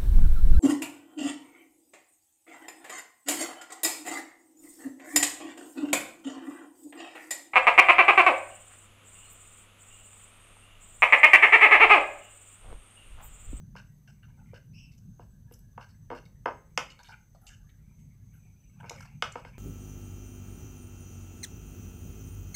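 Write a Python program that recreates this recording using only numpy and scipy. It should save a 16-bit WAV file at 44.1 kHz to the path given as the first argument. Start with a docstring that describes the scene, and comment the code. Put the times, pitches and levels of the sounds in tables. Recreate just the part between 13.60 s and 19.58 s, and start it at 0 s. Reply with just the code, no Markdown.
"""A small kitchen, close to a plastic bowl in which a plastic spoon stirs thick batter.
The spoon knocks and judders on the wall and rings its damped modes, dull where batter cushions it
and sharp where it is bare. Torn air pockets ring as squelches and wet films snap as crackle.
Behind it: a low hum, faint hiss, a thin whine and one far chirp."""
import sys
import numpy as np
from scipy import signal
from scipy.fft import rfft, irfft, next_fast_len
from scipy.io import wavfile
from scipy.ndimage import map_coordinates

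SR = 44100
rng = np.random.default_rng(int(sys.argv[2]) if len(sys.argv) > 2 else 0)


def wav_record(signal):
    """Record a signal, one row per channel, as 16-bit PCM in the file named by sys.argv[1]."""
    frames = np.transpose(np.atleast_2d(signal))
    bounded = np.clip(frames, -1, 1)
    # unit amplitude maps onto the largest positive 16-bit level
    quanta = np.round(bounded * 32767).astype(np.int16)
    wavfile.write(sys.argv[1], SR, quanta)


N = 263788


def amp(db):
    """Decibels to gain."""
    return 10 ** (np.asarray(db) / 20)


def unit(x):
    """Scale to rms 1."""
    return x / np.sqrt(np.mean(x ** 2) + 1e-20)


def along(points, hz):
    """Read (Hz, value) points on a log frequency axis."""
    point_hz, values = np.transpose(points)
    return np.interp(np.log(hz + 1), np.log(point_hz + 1), values)


def curves(rows):
    """One value per sample for each column after the time."""
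    times_s, *columns = np.transpose(rows)
    return [np.interp(np.arange(N) / SR, times_s, column) for column in columns]


def wobble(rate_hz):
    """Smooth random curve through rate_hz knots a second."""
    knots = rng.standard_normal(int(N * rate_hz / SR) + 4)
    return map_coordinates(knots, [np.arange(N) * rate_hz / SR])


def filtered(x, response):
    """Apply a frequency response given as a function of Hz."""
    size = next_fast_len(len(x) + SR // 10)
    return irfft(rfft(x, size) * response(np.fft.rfftfreq(size, 1 / SR)), size)[:len(x)]


def noise(response):
    """Coloured noise of rms 1."""
    return unit(filtered(rng.standard_normal(N), response))


def add(track, start_s, sound):
    """Mix a sound into the track."""
    part = track[max(round(start_s * SR), 0):][:len(sound)]
    part += sound[:len(part)]


# Each row: frequency in Hz, room T60 in seconds.
ROOM_T60 = [(200, 1), (600, 0.32), (2500, 0.44), (6000, 0.05), (12000, .28)]


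def kitchen_echo(x, early_db, late_db, early_t60_s=0.25, build_s=0.0026):
    """Quick scatter from floor and near walls, then the room's tail."""
    hz, t, spectra = signal.stft(rng.standard_normal(SR // 2), SR, nperseg=256)
    late_t60_s = along(ROOM_T60, hz)[:, None]
    early = amp(early_db - 60 * t / early_t60_s) / np.sqrt(early_t60_s)
    late = amp(late_db - 60 * t / late_t60_s) / np.sqrt(late_t60_s)
    tail = signal.istft(spectra * np.hypot(early, late), SR, nperseg=256)[1]
    tail *= np.sqrt(np.log(10 ** 6) / SR)  # unit energy for a 0 dB decay
    tail *= 1 - np.exp(-(np.arange(len(tail)) / SR / build_s) ** 2)
    return signal.fftconvolve(x, tail)[:N]


# Each row: frequency in Hz, relative density in dB.
RUMBLE_SPECTRUM = [(12, -24.5), (20, -7), (43, 8), (75, 2), (102, 4.5), (130, 2), (155, 3), (168, -3),
                   (188, -2.5), (219, -7), (279, -19), (313, -29), (384, -30.5), (420, -41.5), (550, -41),
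                   (920, -120)]
# Each row: time in seconds, deep band and upper band levels in dB before gain_db.
RUMBLE_LEVELS = [(0.0, -54.5, -48), (0.48, -69, -59), (0.72, -59, -52), (2.9, -60, -60), (3.68, -66.5, -62),
                 (4.03, -59, -59), (4.55, -60.5, -55), (5.0, -63, -59), (5.4, -60.5, -53),
                 (5.98, -57.5, -54.5)]
# Each row: centre in Hz, level in dB.
HUM_TONES = [(55, -70), (157, -69.5)]


def hum(split_hz=90, gain_db=2, tone_width_hz=5):
    """Two wavering bands of rumble and two narrow low tones."""
    deep_db, upper_db = curves(RUMBLE_LEVELS)
    deep = noise(lambda hz: amp(along(RUMBLE_SPECTRUM, hz)) * (hz < split_hz))
    waver = amp(2.2 * wobble(16))
    upper = unit(waver * noise(lambda hz: amp(along(RUMBLE_SPECTRUM, hz)) * (hz >= split_hz)))
    tones = sum(amp(db) * noise(lambda hz: np.exp(-((hz - centre_hz) / tone_width_hz) ** 2))
                for centre_hz, db in HUM_TONES)
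    return amp(deep_db + gain_db) * deep + amp(upper_db + gain_db) * upper + tones


# Each row: frequency in Hz, relative density in dB.
HISS_SPECTRUM = [(350, 8.5), (600, 1.5), (1000, -3), (2200, -11), (4000, -9), (7000, -10.5), (10000, -9.5),
                 (15500, -6)]


def hiss(level_db=-74):
    """Faint, steady broadband noise."""
    return amp(level_db) * noise(lambda hz: amp(along(HISS_SPECTRUM, hz)))


# Each row: centre in Hz, width in Hz, level in dB.
WHINE_BANDS = [(6040, 58, -81.5), (6366, 270, -80.5), (7857, 68, -85.5), (11740, 570, -90)]


def whine(flutter_db=3):
    """Narrow treble bands, each fluttering on its own."""
    track = np.zeros(N)
    for centre_hz, width_hz, db in WHINE_BANDS:
        flutter = amp(flutter_db * wobble(9))
        band = noise(lambda hz: 1 / (1 + (2 * (hz - centre_hz) / width_hz) ** 2))
        track += amp(db) * unit(flutter * band)
    return track


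# Each row: time in seconds, pitch in Hz, level in dB before the direct and echo gains.
CHIRP_CONTOUR = [(1.12, 2380, -93), (1.14, 2525, -59.5), (1.165, 2756, -54), (1.19, 2724, -53),
                 (1.22, 2726, -61.5), (1.24, 2650, -56), (1.26, 2566, -63)]


def far_chirp(octave_db=-6, direct_db=-6):
    """One rough, arched chirp and its octave, heard mostly as echo."""
    pitch_hz, db = curves(CHIRP_CONTOUR)
    rasp = .05 * wobble(700)
    phase = 2 * np.pi * np.cumsum(pitch_hz * (1 + rasp)) / SR
    t = np.arange(N) / SR
    gate = (t > CHIRP_CONTOUR[0][0]) * (t < CHIRP_CONTOUR[-1][0])
    call = amp(db) * gate * (np.sin(phase) + amp(octave_db) * np.sin(2 * phase))
    return amp(direct_db) * call + kitchen_echo(call, early_db=-3.5, late_db=-4)


def bubbles(times_s, pitch_hz, size, spread, cycles, rise=0.019):
    """Opened air pockets ring, rise a little and fall 60 dB over the given cycles; rms 1."""
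    t = np.arange(SR // 20) / SR
    hz = np.clip(pitch_hz * np.exp(spread * rng.standard_normal(len(times_s))), 250, 9000)[:, None]
    age = hz * t / cycles
    envelope = amp(-60 * age) * (1 - np.exp(-2 * hz * t))
    rings = envelope * np.sin(2 * np.pi * hz * t * (1 + rise * np.minimum(age, 1)))
    rings *= amp(3.6 * np.minimum(rng.exponential(size=(len(times_s), 1)), 3))  # a few stand out
    samples = (times_s[:, None] * SR).astype(int) + np.arange(len(t))
    return unit(np.bincount(samples.ravel(), rings.ravel(), size)[:size])


# Broad treble colour of the wet crackle, with peaks near 3, 8 and 12 kHz.
# Each row: frequency in Hz, relative level in dB.
CRACKLE_COLOUR = [(1500, -13), (3000, 12.5), (4000, -7.5), (5200, 3.5), (8000, 8.5), (9700, -3.5),
                  (11800, 4), (15000, -14)]


def film_crackle(times_s, pitch_hz, size, log_width=0.1407, broad_db=-21):
    """Thin films snap: clicks with one resonant peak over a broad treble colour; rms 1."""
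    def colour(hz):
        peak = np.exp(-.5 * (np.log((hz + 1) / pitch_hz) / log_width) ** 2)
        return peak + amp(broad_db + along(CRACKLE_COLOUR, hz))

    samples = (times_s * SR).astype(int) + SR // 1000
    snaps = np.bincount(samples, rng.standard_normal(len(samples)), size)
    return unit(filtered(snaps, colour))


# Each row: time in seconds, wake level in dB, pitch of the hollow behind the spoon in Hz.
DRAG_PATH = [(0, -86.5, 1637), (.55, -88, 2150), (.9, -74.5, 2263), (1.1, -96, 1545), (2.07, -85, 1614),
             (3.1, -87.5, 2066), (3.45, -70.5, 2310), (3.68, -88.5, 2070), (4, -79, 1552),
             (4.26, -82, 2313), (4.6, -85.5, 2106), (5.02, -81.5, 2570), (5.4, -62.5, 2166),
             (5.56, -74.5, 2325), (5.98, -67.5, 2493)]


def spoon_drag(froth_db=-4, smear_db=-10.5, catch_db=2.5):
    """Bubbles open in the spoon's wake, pitched by its hollow; sticky films peel off the blade."""
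    db, hollow_hz = curves(DRAG_PATH)
    onsets = rng.integers(0, N, size=1000)
    wake = bubbles(onsets / SR, hollow_hz[onsets], N, spread=.06, cycles=110)
    froth = bubbles(rng.uniform(0, N / SR, size=400), pitch_hz=1400, size=N, spread=0.46, cycles=94)
    snaps = np.bincount(rng.integers(0, N, size=9000), rng.standard_normal(size=9000), N)
    films = filtered(snaps, lambda hz: amp(along(CRACKLE_COLOUR, hz)))
    smear = unit(films * amp(5.3 * wobble(25)))
    spurts = unit(wake * amp(catch_db * wobble(21)))  # the blade catches and lets go
    wet = (spurts + amp(froth_db) * froth + amp(smear_db) * smear) * amp(db + 1.5 * wobble(59))
    return wet + kitchen_echo(wet, early_db=-3.5, late_db=-6.5)


def far_wall(x, delay_ms=1.364, reflection_db=-5.5):
    """The bowl's far wall adds a close copy, which makes wet sounds hollow."""
    gain = amp(reflection_db)
    combed = filtered(x, lambda hz: 1 + gain * np.exp(-2j * np.pi * hz * delay_ms / 1000))
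    return combed / np.hypot(1, gain)


def tear_times(length_s, per_s, crowding=1.3):
    """Random pop times in seconds, crowded at the start of a tear."""
    return length_s * rng.random(3 + int(per_s * length_s)) ** crowding


# Larger air pockets. Each row: start in seconds, bubble level in dB, pocket pitch in Hz,
# length in seconds, crackle level in dB, crackle pitch in Hz.
AIR_POCKETS = [ (0.475, -62.5, 1570, .032, -71, 5270), (.628, -63.5, 1590, 0.031, -84, 4120),
               (0.681, -71.5, 930, 0.035, -82, 2600), (0.774, -69.5, 844, .05, -92, 2900),
               (1.316, -79, 2220, 0.037, -71.5, 5000), (1.378, -86, 2330, .013, -67, 5900),
               (1.922, -69, 2980, 0.021, -63, 11700), (1.938, -66, 5500, .008, -59, 5960),
               (1.990, -70, 5160, 0.002, -61.5, 12600), (2.288, -74, 1390, 0.027, -71, 4800),
               (2.653, -66, 2160, .012, -68.5, 4700), (3.299, -55.5, 2800, 0.025, -64, 6400),
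               (3.39, -55, 925, .022, -63, 4120), (3.431, -63, 1470, .005, -57, 5470),
               (3.443, -64.5, 1660, 0.038, -63, 3780), (3.486, -53, 883, 0.033, -62.5, 4740),
               (3.52, -52, 1435, 0.023, -65, 2700), (3.746, -61, 661, .016, -76, 4570),
               (3.815, -70, 750, 0.073, -73.5, 11470), (3.866, -56.5, 2770, 0.026, -58.5, 6840),
               (3.893, -61.5, 1633, 0.058, -67.5, 6000), (4.091, -71.5, 2250, .012, -71, 3380),
               (4.733, -74.5, 1522, .055, -75, 12140), (5.2, -51.5, 923, 0.013, -63.5, 2830),
               (5.295, -41.5, 2360, 0.0043, -39.5, 6100), (5.358, -62, 1480, .008, -60, 5260),
               (5.405, -47.5, 1000, 0.0051, -53, 5140), (5.426, -53, 1486, 0.007, -60.5, 5540),
               (5.45, -54.5, 1030, 0.016, -65, 5030), (5.719, -59, 2450, 0.0069, -51.5, 7100)]


def squelches(bubbles_per_s=500, films_per_s=4500, second_ratio=1.72, second_db=-3, small_db=-8):
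    """Tearing batter opens a pocket with two resonances, frees small bubbles and snaps films."""
    track, size = np.zeros(N), SR // 7
    for start_s, db, pitch_hz, length_s, crackle_db, crackle_hz in AIR_POCKETS + splats() + sucks():
        length_s = np.clip(length_s, .003, .085)
        small = bubbles(tear_times(length_s, bubbles_per_s), pitch_hz, size, spread=0.31, cycles=26)
        first, second = (bubbles(tear_times(length_s, bubbles_per_s), hz, size, spread=0.037, cycles=38)
                         for hz in (pitch_hz, second_ratio * pitch_hz))
        pops = unit(first + amp(second_db) * second + amp(small_db) * small)
        crackle = film_crackle(tear_times(length_s, films_per_s), crackle_hz, size)
        length_gain = np.sqrt(length_s * SR / size)  # refers the rms to the tear's length
        add(track, start_s, (amp(db) * pops + amp(crackle_db) * crackle) * length_gain)
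    track = far_wall(track)
    return track + kitchen_echo(track, early_db=-6, late_db=-15, early_t60_s=0.27, build_s=0.0072)


def contacts(start_s, db, contact_ms, thump_db, bounces, bounce_db,
             flight_s=.0115, shrink=0.75, loss_db=1.77, soften=1.15, bare_ms=.3):
    """A knock, then a quickening, fading judder whose first bounce may be louder than the knock."""
    hits = [(start_s, db, contact_ms, thump_db)]
    if contact_ms < bare_ms:  # bare wall gives way after the click with a duller push
        hits.append((start_s + .0015, db - 7, .48, 0))
    for k in range(round(bounces)):
        start_s += flight_s * shrink ** k
        hits.append((start_s, db + bounce_db - loss_db * k, contact_ms * soften, thump_db))
    return hits


def splats(pop_db=-36.5, pop_hz=2910, length_s=0.0031, crackle_db=-45, crackle_hz=4540):
    """Squelch rows: each contact squeezes the wet wall; a quicker one is louder and crackles higher."""
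    rows = []
    for *knock, _ in SPOON_KNOCKS:
        for start_s, db, contact_ms, _ in contacts(*knock):
            halvings = -np.log2(contact_ms)  # re a 1 ms contact
            force_db = db + 8.5 * halvings
            film_hz = crackle_hz * 2 ** (.15 * halvings)
            rows.append((start_s, force_db + pop_db, pop_hz, length_s, force_db + crackle_db, film_hz))
    return rows


def sucks(delay_s=0.0087, length_s=.04, pitch_hz=1554, crackle_db=-10, crackle_hz=4950):
    """Squelch rows: the spoon peels off the wall after each knock's last contact."""
    rows = []
    for *knock, suck_db in SPOON_KNOCKS:
        rest_s = contacts(*knock)[-1][0]
        rows.append((rest_s + delay_s, suck_db, pitch_hz, length_s, suck_db + crackle_db, crackle_hz))
    return rows


# Modes of the loaded bowl. Each row: frequency in Hz, relative level in dB, T60 in seconds.
BOWL_MODES = [(255, -22.5, 0.075), (321.7, -25, 0.1), (404.5, -9.5, 0.0291), (525, -8, 0.044),
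              (664, -6.5, .018), (911, -0.5, 0.015), (1046, -4, 0.02), (1230, -4.5, 0.014),
              (1533, -1, 0.012), (1640, -2, 0.0099), (2147, -6, 0.028), (2600, -4, 0.014), (3250, 1, 0.004),
              (4580, -17, 0.0092), (5540, -14.5, 0.003), (6030, -22.5, 0.067), (7000, -24, 0.0031),
              (11400, -9, 0.0035)]


def bowl_ring(t, thump_db, thump_hz=650, rim_db=-26, rim_sustain=8, detune=0.02):
    """Batter damps the wall fast and retunes it at each blow; the free rim rings on faintly."""
    hz, mode_db, t60_s = np.transpose(BOWL_MODES)[:, :, None]
    polarity = (-1) ** np.arange(len(BOWL_MODES))[:, None]
    decay = amp(-60 * t / t60_s) + amp(rim_db - 60 * t / (t60_s * rim_sustain))
    shelf_db = thump_db / (1 + (hz / thump_hz) ** 4)
    strength = polarity * amp(mode_db + shelf_db + 1.7 * rng.standard_normal(hz.shape))
    tuned_hz = hz * (1 + detune * rng.standard_normal(hz.shape))
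    return np.sum(strength * np.sin(2 * np.pi * tuned_hz * t) * decay, axis=0)


# Each row: frequency in Hz, relative level in dB.
CRACK_SPECTRUM = [(300, -7), (1000, 0), (3000, -2.5), (4000, -5), (6500, 0), (9700, -13.5), (12000, -1),
                  (15000, 1.5)]


def plastic_crack(t, gain_db=-3, t60_s=0.0052):
    """Plastic on plastic: a very short noise burst."""
    burst = filtered(rng.standard_normal(len(t)), lambda hz: amp(along(CRACK_SPECTRUM, hz)))
    return unit(burst) * amp(gain_db - 60 * t / t60_s)


def radiated(x, low_hz=232, gap_hz=3950, gap_q=7):
    """The wall radiates poorly in the bass and in one gap above its main modes."""
    notched = signal.lfilter(*signal.iirnotch(gap_hz, gap_q, fs=SR), x)
    return signal.sosfilt(signal.butter(2, low_hz, "highpass", fs=SR, output="sos"), notched)


# Each row: start in seconds, peak in dB, contact time in ms, low-mode thump in dB,
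# bounce count (rounded), first bounce in dB re the blow, suck level in dB.
SPOON_KNOCKS = [ (.153, -37.5, 0.77, -3.5, 0, 0, -53), (.932, -40.5, 1.27, 6.5, 0, -1, -58.5),
                (1.594, -40.5, 1.56, -9, 0, 0, -71), (1.911, -48, 0.52, 24, 0, 4, -95),
                (2.1779, -31.5, 0.93, -15.5, 2.5, -16, -57), (2.502, -28.5, 0.66, 7.5, 6, -0.5, -55),
                (2.8575, -16, 0.7, -3.5, 4, -8, -65), (3.1757, -14.5, 0.15, -20.5, 0, -6, -62.5),
                (5.23, -43, .8, -6, 2, 3, -61), (5.294, -45.5, 1.04, -8, 1.5, 11, -62.5),
                (5.6234, -17.5, .15, -14, 0, 0, -61), (5.756, -25.5, .66, 1.5, 0, 0, -59),
                (5.849, -35.5, 0.43, 3, 0.5, 2.5, -61.5)]


def spoon_knocks():
    """Each contact cracks and rings the bowl; a longer, cushioned one leaves the treble out."""
    track, t = np.zeros(N), np.arange(SR // 6) / SR
    for *knock, _ in SPOON_KNOCKS:
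        for start_s, peak_db, contact_ms, thump_db in contacts(*knock):
            corner_hz = np.clip(1000 / contact_ms, 200, 15000)
            cushion = signal.butter(3, corner_hz, fs=SR, output="sos")
            blow = signal.sosfilt(cushion, radiated(bowl_ring(t, thump_db) + plastic_crack(t)))
            add(track, start_s, blow * amp(peak_db) / np.abs(blow).max())
    return track + kitchen_echo(track, early_db=-3.5, late_db=-10.5, early_t60_s=0.21, build_s=0.0052)


def scene():
    """Stirring and background, mono."""
    stirring = spoon_knocks() + squelches() + spoon_drag()
    return (stirring + far_chirp() + hum() + hiss() + whine())[None]


def record(dry):
    """Band limit at 15.6 kHz."""
    return filtered(dry[0], lambda hz: hz < 15600)[None]


dry = scene()
out = record(dry)
wav_record(out)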